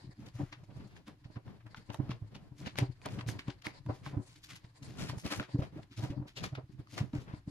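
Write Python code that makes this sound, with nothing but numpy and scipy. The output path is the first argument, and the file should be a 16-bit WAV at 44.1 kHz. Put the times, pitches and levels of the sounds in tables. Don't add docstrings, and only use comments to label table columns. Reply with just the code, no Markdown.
import sys
import numpy as np
from scipy import signal
from scipy.fft import rfft, irfft
from scipy.io import wavfile
from scipy.ndimage import uniform_filter1d

SR = 44100
rng = np.random.default_rng(int(sys.argv[2]) if len(sys.argv) > 2 else 0)


def log_audio(samples):
    frames = np.atleast_2d(samples).T
    limited = np.clip(frames, -1, 1)
    pcm = np.round(limited * 32767).astype(np.int16)
    wavfile.write(sys.argv[1], SR, pcm)


N = 330750


def undb(db):
    return 10 ** (np.asarray(db) / 20)


def level(x, db):
    return x * undb(db) / np.sqrt(np.mean(x ** 2))


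def band(x, hz, width_hz):
    b, a = signal.iirpeak(hz, hz / width_hz, fs=SR)
    return signal.lfilter(b, a, x)


def resonate(x, modes):
    return level(sum(undb(db) * band(x, hz, width_hz) for hz, width_hz, db in modes), 0)


def hump(x, hz, octaves):
    n = x.shape[-1]
    f = np.maximum(np.arange(n // 2 + 1) * SR / n, 1)
    bell = np.exp(-.5 * (np.log2(f / hz) / octaves) ** 2)
    return level(irfft(rfft(x) * bell, n), 0)


def colour(x, points):
    hz, db = np.transpose(points)
    log_f = np.log(np.maximum(np.arange(N // 2 + 1) * SR / N, 1))
    return irfft(rfft(x) * undb(np.interp(log_f, np.log(hz), db)), N)


def walk(rate_hz):
    k = int(SR / rate_hz)
    steps = np.repeat(rng.standard_normal(N // k + 1), k)
    return 1.44 * uniform_filter1d(uniform_filter1d(steps, k), k)[:N]


def pair(alike, n=N):
    alike = np.clip(alike, 0, 1)
    mid, side = rng.standard_normal((2, n))
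    return np.sqrt((1 + alike) / 2) * mid + np.sqrt((1 - alike) / 2) * side * np.array([[1], [-1]])


def sides(pan_db):
    return undb(np.array([pan_db, -pan_db]) / 2)


def add(out, s, piece, lag_s=0.):
    for side, at in enumerate((s, s + lag_s)):
        i = int(at * SR)
        a, b = max(i, 0), min(i + piece.shape[-1], N)
        out[side, a:b] += piece[side, a - i:b - i]


# (per Hz, relative)
ROOM_SPECTRUM = [(12, -64), (20, 13.5), (49, 4.5), (123, 18.5), (227, -6.5), (292, 12), (432, -17),
                 (1500, -40), (4910, -48), (10700, -64), (15900, -115)]
ROOM_DB = -65


def room_tone():
    return level(colour(pair(1.0), ROOM_SPECTRUM), ROOM_DB) * undb(0.25 * walk(6.7))


ECHO_T60_S, ECHO_DB = 0.22, -18


def room(x):
    t = np.arange(int(.3 * SR)) / SR
    decay = np.exp(-np.log(1000) * t / ECHO_T60_S) * (t > .004)
    tail = band(rng.standard_normal((2, len(t))), 1440, 3700) * decay
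    tail = tail / np.sqrt((tail ** 2).sum(1, keepdims=True))
    return undb(ECHO_DB) * signal.fftconvolve(x, tail, axes=1)[:, :N]


# t/s, hiss level/dB, treble level/dB, panel rumble level/dB
SLIDE_LEVELS = [(0.0, -69, -80, -60), (0.5, -77.5, -83, -64), (1.19, -74, -85.5, -61.5),
                (2.15, -74.5, -82, -60), (2.4, -70, -77, -58), (3.34, -65.5, -73, -56),
                (3.72, -65, -79, -66), (4.11, -78, -75, -55), (4.41, -66.5, -67, -63), (4.6, -74, -92, -62),
                (4.84, -65.5, -63.5, -66.5), (4.99, -64, -79, -50.5), (5.22, -62, -73, -45.5),
                (5.41, -67, -78, -54), (5.83, -68, -75, -58.5), (6.14, -72.5, -95, -55.5),
                (6.37, -75, -85, -50.5), (6.68, -75.5, -88, -61), (7.14, -74, -90, -62.5),
                (7.5, -69.5, -73, -56.5)]
# t/s, level change/dB, length/s
HAND_PAUSES = [(1.015, -0.5, .03), (1.17, -4, 0.02), (2.447, -10, 0.13), (2.93, -5.5, 0.11),
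               (3.76, -1, 0.013), (4.42, -16, 0.025), (4.733, -9.5, 0.035), (5.218, -23, 0.023),
               (5.471, -14, 0.013), (5.714, -6.5, 0.057), (5.878, -11, 0.028), (6.339, -25, 0.037),
               (6.507, -10, .015), (6.67, -10.5, 0.027), (6.823, 0, .03), (7.117, -15, 0.0082),
               (7.442, -29, 0.026)]
PAUSE_PORTIONS = [1, 0.98, 1]


def sliding(t):
    s, *columns = np.transpose(SLIDE_LEVELS)
    dip_db = sum(db * np.exp(-((t - at) / max(length, .005)) ** 2) for at, db, length in HAND_PAUSES)
    return [np.interp(t, s, c) + share * dip_db for c, share in zip(columns, PAUSE_PORTIONS)]


def grains(alike, n, spread_db, share):
    boost_db = np.minimum(spread_db * rng.exponential(size=n), 14)
    return pair(alike, n) * undb(boost_db * (rng.random(n) < share))


# f/Hz, width/octaves, level/dB
HISS_BANDS = [(570, 0.63, -10), (993, 0.12, -14.5), (1815, 0.21, -12), (3200, 0.53, -14.5),
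              (4500, 0.16, -10)]
# f/Hz, width/Hz, level/dB
RUMBLE_MODES = [(43, 13, -50), (120, 39, 11), (168, 31, 3), (300, 6.7, -4.5), (590, 40, -65)]


def cloth():
    hiss_db, treble_db, rumble_db = sliding(np.arange(N) / SR)
    drag_db = 8.0 * np.minimum(walk(45), 1.5)
    slips = grains(0.026, N, 1.3, 0.077)
    hiss = sum(undb(db + 2.14 * walk(30)) * hump(slips, hz, octaves) for hz, octaves, db in HISS_BANDS)

    catches = (rng.random(N) < 40 / SR) * undb(2.9 * rng.standard_normal(N)) * pair(0.7)
    snag_force = signal.lfilter([1], [1, -np.exp(-1 / (0.0023 * SR))], np.abs(catches))
    snags = snag_force * hump(pair(0.51), 1550, 1.0)

    treble = hump(slips, 7860, 0.27) * undb(treble_db + drag_db + 0.75 * walk(30))
    shake_db = 10.2 * np.minimum(walk(22), 1.2)
    rumble = resonate(pair(0.45), RUMBLE_MODES) * undb(rumble_db + shake_db)
    return (hiss * undb(drag_db) + undb(-1.5) * snags) * undb(hiss_db) + treble + rumble


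# t/s, peak level/dB, start f/Hz, end f/Hz, glide length/s
SHEET_FLEXES = [(5.598, -43, 464, 630, 0.033), (5.63, -47, 600, 668, 0.022), (5.79, -51.5, 561, 683, 0.022),
                (6.151, -53, 561, 624, 0.037)]


def flexes():
    out = np.zeros((2, N))
    t = np.arange(4096) / SR - .045
    for s, db, hz, end_hz, length in SHEET_FLEXES:
        pitch_hz = np.interp(t, [-length / 2, length / 2], [hz, end_hz])
        tone = np.sin(2 * np.pi * np.cumsum(pitch_hz) / SR) * np.exp(-(t / (0.71 * length)) ** 2)
        roughness = 1 + 0.44 * hump(pair(0.32, len(t)), 76, .9)
        add(out, s + t[0], undb(db) * tone * roughness)
    return out


# t/s of the peak, level/dB, centre f/Hz, treble level/dB (relative), fade/s
STROKES = [(0.209, -67.5, 1900, -2, 0.036), (0.267, -57.5, 2200, -5, 0.013),
           (0.287, -58.5, 2400, -10, 0.0079), (0.357, -63.5, 2000, 2, 0.021),
           (0.409, -58.5, 1400, -4.5, 0.085), (.531, -45.5, 1760, -45, 0.013),
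           (0.643, -67, 2400, -1, 0.011), (0.709, -63, 1590, -32, 0.0086), (0.773, -66.5, 2500, -3, 0.023),
           (0.808, -60, 1470, -25, .015), (0.877, -69.5, 2000, 2, .012), (0.92, -66, 1800, -12, 0.043),
           (.968, -58, 2000, -8, 0.016), (1.08, -54.5, 1860, -10, 0.02), (1.247, -58.5, 1860, -31, 0.01),
           (1.365, -55, 1350, -28, 0.011), (1.488, -67, 1480, -35, 0.0069), (1.61, -65, 1370, -26, 0.014),
           (1.669, -56, 1080, -15, 0.013), (1.747, -44, 1300, -48, 0.0024), (1.772, -52.5, 1860, -8, .015),
           (1.903, -51.5, 1630, -38, 0.015), (1.939, -56, 1600, -1, 0.027),
           (2.112, -45.5, 2240, -51, 0.015), (2.355, -48, 2400, -31, .011), (2.603, -59.5, 2600, -2, 0.042),
           (2.628, -55, 1580, -13, 0.0095), (2.67, -40.5, 2140, -48, 0.018), (2.789, -38, 2130, -12, 0.023),
           (2.914, -74, 2000, -10, 0.0058), (2.973, -76, 1700, -8, 0.0035), (3.06, -46.5, 1750, -18, 0.02),
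           (3.129, -57, 2460, -3, 0.048), (3.191, -44.5, 1790, -46, 0.0077), (3.211, -40, 1760, -46, .004),
           (3.29, -45.5, 2480, 2, 0.021), (3.397, -45.5, 2180, -20, 0.013), (3.486, -53, 1750, -15, .02),
           (3.505, -47, 2110, -46, 0.0096), (3.622, -48.5, 2800, -38, 0.0029),
           (3.66, -42, 1730, -11, 0.022), (3.907, -57.5, 1380, -22, 0.023), (3.953, -61, 2460, -5, 0.033),
           (4.066, -50.5, 1790, -10, 0.037), (4.168, -75, 1200, -30, .02), (4.308, -63.5, 2800, -7, 0.081),
           (4.363, -58, 2800, -13, 0.013), (4.445, -51, 3530, -10, 0.02), (4.511, -49, 2220, -5.5, 0.031),
           (4.563, -50, 2400, -3, 0.011), (4.647, -58.5, 2240, -37, 0.0092), (4.831, -53, 2800, -8, 0.01),
           (4.902, -60, 2860, -7, 0.064), (5.016, -45.5, 2040, -2.5, 0.052), (5.094, -41, 2460, -12, .014),
           (5.195, -56.5, 2240, 7, 0.027), (5.267, -42, 2200, -7.5, 0.027), (5.323, -34.5, 1790, -6, 0.023),
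           (5.366, -55.5, 2500, 8, 0.031), (5.405, -44, 1700, -27, 0.015), (5.433, -48.5, 1760, -24, 0.02),
           (5.494, -59, 1400, -26, 0.0058), (5.601, -57, 1750, -5, 0.021), (5.632, -49, 1500, -13.5, 0.019),
           (5.785, -62, 1350, -11.5, 0.038), (5.832, -59, 2000, -19, .005), (5.931, -58, 2450, -16, 0.03),
           (5.986, -50, 3100, -9, 0.03), (6.04, -50, 2200, -4.5, 0.032), (6.11, -54.5, 1900, -12, 0.016),
           (6.286, -54, 2300, -10, 0.019), (6.379, -41.5, 3100, -34, .022),
           (6.445, -39.5, 2480, -8.5, 0.018), (6.556, -47, 1940, -51, 0.011), (6.578, -56, 1300, -29, .008),
           (6.726, -72, 2100, -1, 0.016), (6.798, -64, 1800, -6, 0.0091), (6.944, -56, 2600, -2.5, 0.059),
           (6.985, -40.5, 2050, -9, 0.019), (7.16, -53.5, 1490, -7, 0.036), (7.218, -61.5, 3000, -5, 0.027),
           (7.295, -55.5, 990, -40, 0.041), (7.335, -58, 1390, -31, 0.027)]
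RISE_SHARE = 0.66
SCUFF_PAN_DB, PAN_SPREAD_DB = 0.5, -1.5
LAG_SPREAD_S = .00015


def scuffs():
    out = np.zeros((2, N))
    t = np.arange(16384) / SR - .1
    chance = rng.standard_normal((len(STROKES), 2))
    for (s, db, hz, treble_db, fall), c in zip(STROKES, chance):
        rise = RISE_SHARE * fall
        pan_db = SCUFF_PAN_DB + PAN_SPREAD_DB * c[0]
        lag_s = LAG_SPREAD_S * c[1]
        growth = np.exp(-(t / max(rise, .001)) ** 2)
        fade = np.exp(-np.abs(t) / max(fall, .002))
        swell = np.where(t < 0, growth, fade)
        flutter = undb(1.78 * hump(rng.standard_normal(len(t)), 58, 1.0))
        slips = grains(0.63, len(t), 2.1, 0.051)
        stroke = hump(slips, hz, 1.0) + undb(treble_db) * hump(slips, 7420, 0.5)
        add(out, s + t[0], stroke * swell * flutter * undb(db) * sides(pan_db)[:, None], lag_s)
    return out


# t/s, peak level/dB, ring f/Hz, click treble level/dB (relative)
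CREASES = [(0.528, -35, 985, -30), (.966, -43.5, 1670, -21), (1.082, -37, 1090, -1),
           (1.359, -46, 1010, -30), (1.48, -42, 1030, -37), (1.752, -45, 1000, -35),
           (1.772, -42, 2040, -10), (1.902, -35, 940, -36), (1.945, -25.5, 944, -7),
           (2.093, -40.5, 1430, -27), (2.116, -32, 1095, -36), (2.353, -41, 1010, -22),
           (2.661, -31, 2750, -30), (2.757, -35, 1010, -33), (2.787, -13.5, 2090, -2.5),
           (2.913, -55, 2980, -12), (3.017, -42, 2400, -14), (3.059, -26, 1050, 0), (3.087, -37, 2500, -25),
           (3.193, -35, 1200, -35), (3.21, -35, 990, -32), (3.264, -43, 2440, -25), (3.289, -28, 1730, -20),
           (3.393, -26.5, 2190, -35), (3.481, -33.5, 1050, -15), (3.653, -32, 2000, -22),
           (3.668, -23, 2080, -10), (3.863, -42.5, 980, -9), (3.892, -52, 900, -28),
           (4.063, -29.5, 1070, -27), (4.648, -57, 935, -39), (5.098, -28.5, 1040, -23),
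           (5.183, -41.5, 895, -13), (5.224, -43.5, 4810, -36), (5.261, -48, 1630, -20),
           (5.398, -21, 1456, -29), (5.428, -34, 1420, -26), (5.623, -38, 1190, -20),
           (6.369, -34, 2860, -25), (6.379, -38, 4200, -25), (6.389, -46, 3200, -25),
           (6.44, -23.5, 1190, -16), (6.552, -33, 1430, -36), (6.872, -49, 1200, -25),
           (6.979, -25.5, 1170, -23), (7.133, -43, 900, -20), (7.283, -54, 910, -35)]
CLICK_S, CRACKLE_S, CLICK_TREBLE_HZ = .00018, .002, 8700


def snaps():
    out = np.zeros((2, N))
    t = np.arange(1024) / SR - .004
    lags_s = LAG_SPREAD_S * rng.standard_normal(len(CREASES))
    for (s, db, hz, treble_db), lag_s in zip(CREASES, lags_s):
        decay = np.exp(-np.abs(t) / CRACKLE_S) + 2.2 * np.exp(-np.abs(t) / CLICK_S)
        force = pair(0.93, len(t)) * (t > 0) * decay
        snap = level(band(force, hz, 0.12 * hz), 0)
        snap = snap + 0.66 * hump(force, 2540, 0.76)
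        snap = snap + undb(treble_db) * hump(force, CLICK_TREBLE_HZ, 0.37)
        snap = snap + 0.59 * hump(force, 640, 1.0)
        add(out, s + t[0], snap * undb(db) / np.abs(snap.mean(0)).max(), lag_s)
    return out


def ring(t, modes):
    chance = rng.standard_normal((len(modes), 3))
    out = 0
    for (hz, db, t60), (a, b, p) in zip(modes, chance):
        decay = np.exp(-np.log(1000) * np.maximum(t, 0) / t60)
        wave = np.sin(2 * np.pi * hz * (1 + 0.028 * b) * t + np.pi * p)
        out = out + undb(db + 3.3 * a) * decay * wave
    return out / np.abs(out[t > 0]).max()


# t/s of the peak, level/dB, upper-mode level/dB (re lowest mode),
# film rumple level/dB (re lowest mode), length/s
PRESSES = [(.05, -47.5, -5.5, -36, 0.019), (0.08, -41, -18.5, -33, .014), (0.096, -40.5, -14, -42, 0.0063),
           (.201, -47, -6, -27, 0.024), (0.277, -56.5, 0, -2, 0.009), (.362, -36.5, -30, -28, 0.022),
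           (.405, -42.5, 9.5, -2, 0.016), (0.419, -34, -5.5, -20, 0.025), (.438, -27.5, -21, -43, 0.011),
           (.534, -52, 0, -15, 0.019), (.583, -52, -32, -25, 0.034), (.637, -44, -14, -20, 0.01),
           (0.703, -45, -11, -18, 0.025), (0.773, -39.5, -14.5, -24, 0.022), (0.807, -50, -5, -26, .012),
           (0.872, -47.5, -10, -22, .033), (1.091, -58.5, 7.5, 3, 0.022), (1.26, -39, -18, -23, .01),
           (1.304, -47.5, -6.5, -13, 0.0071), (1.374, -34.5, -12.5, -18, 0.017),
           (1.67, -45.5, -9, -24, 0.033), (1.783, -43, -21, -40, 0.013), (1.906, -37, -7, -13, 0.018),
           (1.951, -47, -14, -4.5, 0.017), (2.003, -24.5, -6, -24, 0.014), (2.04, -39, -12, -26, 0.028),
           (2.098, -30.5, -9.5, -22.5, 0.0077), (2.12, -36, -16, -19, 0.017), (2.227, -33, -17, -31, 0.011),
           (2.255, -42.5, -29, -42, 0.046), (2.361, -44, -2.5, -13, 0.0084),
           (2.525, -40.5, -8.5, -26.5, 0.012), (2.616, -41.5, -9, -18, 0.022),
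           (2.672, -38.5, 0, -6.5, 0.0076), (2.793, -32, -7, -5, 0.012), (2.831, -21, -10.5, -24.5, 0.022),
           (2.902, -32.5, -15.5, -37, .017), (3.066, -39, -2.5, -1, 0.012), (3.136, -32.5, -24, -39, 0.015),
           (3.193, -40.5, -3.5, -14.5, 0.029), (3.237, -39, -18, -17, .026), (3.271, -30.5, -21, -26, .012),
           (3.295, -30, -7, -18.5, .021), (3.392, -44.5, -4.5, -15, 0.0042),
           (3.49, -30, -7.5, -17.5, 0.015), (3.674, -41.5, -1.5, -6, .014), (3.814, -47, -33, -37, .016),
           (3.874, -34.5, -7, -26, 0.02), (3.901, -28, -4.5, -11, .016), (3.935, -43, -6, -11, 0.035),
           (4.074, -34.5, -14, -17.5, 0.012), (4.134, -35.5, -27, -28, .01),
           (4.147, -35.5, -15, -15, 0.027), (4.176, -23.5, -8.5, -27, 0.011),
           (4.205, -36, -7, -20.5, 0.024), (4.648, -41.5, -18, -43, 0.0066),
           (4.83, -43.5, -8.5, -26, 0.024), (4.883, -48.5, -17, -37, 0.12),
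           (4.913, -44.5, -4.5, -24, 0.012), (5.003, -54.5, -11, -3, 0.028), (5.047, -48, -12, -3.5, 0.015),
           (5.103, -32, -10.5, -21, 0.013), (5.137, -37, -18, -12.5, 0.016), (5.177, -33, -22, -25, 0.011),
           (5.261, -39.5, 0.5, -5, 0.014), (5.329, -51, 12.5, 8.5, 0.025), (5.409, -38.5, -1, -7.5, 0.02),
           (5.493, -56, -7, 0, .013), (5.553, -23.5, -5.5, -32, 0.013), (5.56, -32, -9, -21, 0.0094),
           (5.595, -22.5, -13, -27, 0.0086), (5.624, -29.5, -18, -13, 0.0093),
           (5.767, -42.5, 3.5, -30, 0.0077), (5.795, -40, -5, -16, 0.014), (5.921, -50.5, -5, -30, 0.019),
           (5.983, -40, -11, -37, 0.0089), (6.002, -33, -10.5, -20, 0.026), (6.046, -28, -8, -16.5, 0.024),
           (6.107, -28, -6.5, -33, .009), (6.133, -38, -17, -15, 0.02), (6.181, -33.5, -8.5, -23, .018),
           (6.204, -33, -5.5, -29, 0.016), (6.226, -35.5, -5.5, -19, 0.019), (6.263, -50, -4, -10, 0.019),
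           (6.383, -44, -15, -8.5, .02), (6.451, -39.5, -8.5, -10.5, 0.018),
           (6.535, -32, -15, -23.5, 0.016), (6.588, -35.5, -8.5, -11, .017), (6.644, -43, -36, -36, .013),
           (6.7, -46.5, -4, -30, 0.0078), (6.757, -47, -12, -46, 0.041), (6.8, -33.5, -13.5, -43, 0.0092),
           (6.94, -44, -7, -13.5, 0.016), (6.987, -44.5, -2, -1, 0.02), (7.016, -22, -20, -27, 0.014),
           (7.044, -36, -6, -22.5, 0.034), (7.143, -36, -1, -12.5, 0.01),
           (7.163, -27.5, -9.5, -22.5, 0.014), (7.189, -33, -24, -36, 0.0092), (7.22, -44, -13, -34, 0.006),
           (7.34, -30, -10.5, -22.5, 0.0071), (7.384, -50, -32, -32, 0.012),
           (7.482, -35.5, -5.5, -28, 0.0099)]
# f/Hz, level/dB, T60/s
PANEL_MODES = [(292.4, 1.5, 0.079), (210, -0.5, 0.014), (368, -13.5, 0.17)]
# f/Hz, level/dB, T60/s
FILM_MODES = [(553, -1, 0.069), (617.4, -1, 0.082), (762, -3.5, 0.16), (992, -2, 0.076)]
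LOWEST_HZ, LOWEST_SPREAD = 122.3, .055
PRESS_MIN_S = .004


def thumps():
    out = np.zeros((2, N))
    t = np.arange(8192) / SR - .06
    late = np.maximum(t, 0)
    chance = rng.standard_normal((len(PRESSES), 5))
    for (s, db, upper_db, rumple_db, length), c in zip(PRESSES, chance):
        hz = LOWEST_HZ * (1 + LOWEST_SPREAD * c[4])
        length = max(length, PRESS_MIN_S)
        swell = np.exp(-(np.minimum(t, 0) / (.7 * length)) ** 2)
        low = np.cos(2 * np.pi * hz * t + 0.67 * c[0]) * np.exp(-(late / (0.35 * length)) ** 0.63)
        upper = undb(upper_db) * ring(t, PANEL_MODES)
        film = undb(rumple_db) * ring(t, FILM_MODES)
        press = swell * (low + upper + film)

        rock_hz = 65 * undb(4.5 * c[2])
        rock = undb(-33 + 3.8 * c[1]) * np.cos(2 * np.pi * rock_hz * t) * np.exp(-(t / 0.09) ** 2)

        slope = np.gradient(swell * low) * SR / (2 * np.pi * hz)
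        skew = 0.043 * c[3] * slope + 0.31 * rock + 0.25 * c[1] * press

        rumple = hump(pair(0.083, len(t)), 448, 1.0) * swell * np.exp(-late / (1.05 * length))
        both = np.array([press + rock + skew, press + rock - skew])
        add(out, s + t[0], undb(db) * (both + 1.1 * undb(rumple_db) * rumple))
    return out


def scene():
    bright = snaps() + scuffs() + cloth() + flexes()
    return thumps() + bright + room(bright) + room_tone()


# f/Hz, left-minus-right level/dB
PORT_SHADING = [(60, 0.5), (700, 1.1), (2400, 1.5), (5000, 3.5), (7000, 9.5), (8500, -5.5), (11500, -14),
                (14000, 1)]
# f/Hz, gain/dB
MIC_RESPONSE = [(20, 2.5), (5000, -3), (8000, -11.5), (12000, -9.5), (14000, -7), (16000, -23)]
# (per Hz, relative)
MIC_HISS = [(400, -25), (700, 0.5), (3000, -6), (5000, -9.5), (8500, -19), (12000, -16), (15000, -34)]
SELF_NOISE_DB = -77.5
PORT_LAG_S, TOP_HZ = .0001, 15800


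def record(dry):
    left = colour(dry[0], [(hz, db / 2) for hz, db in PORT_SHADING])
    right = colour(dry[1], [(hz, -db / 2) for hz, db in PORT_SHADING])
    right = np.roll(right, int(PORT_LAG_S * SR))
    self_noise = level(colour(pair(0.068), MIC_HISS), SELF_NOISE_DB)
    both = colour(np.array([left, right]), MIC_RESPONSE) + self_noise
    low_pass = signal.ellip(8, .2, 70, TOP_HZ, fs=SR, output="sos")
    return signal.sosfilt(low_pass, both)


dry = scene()
out = record(dry)
log_audio(out)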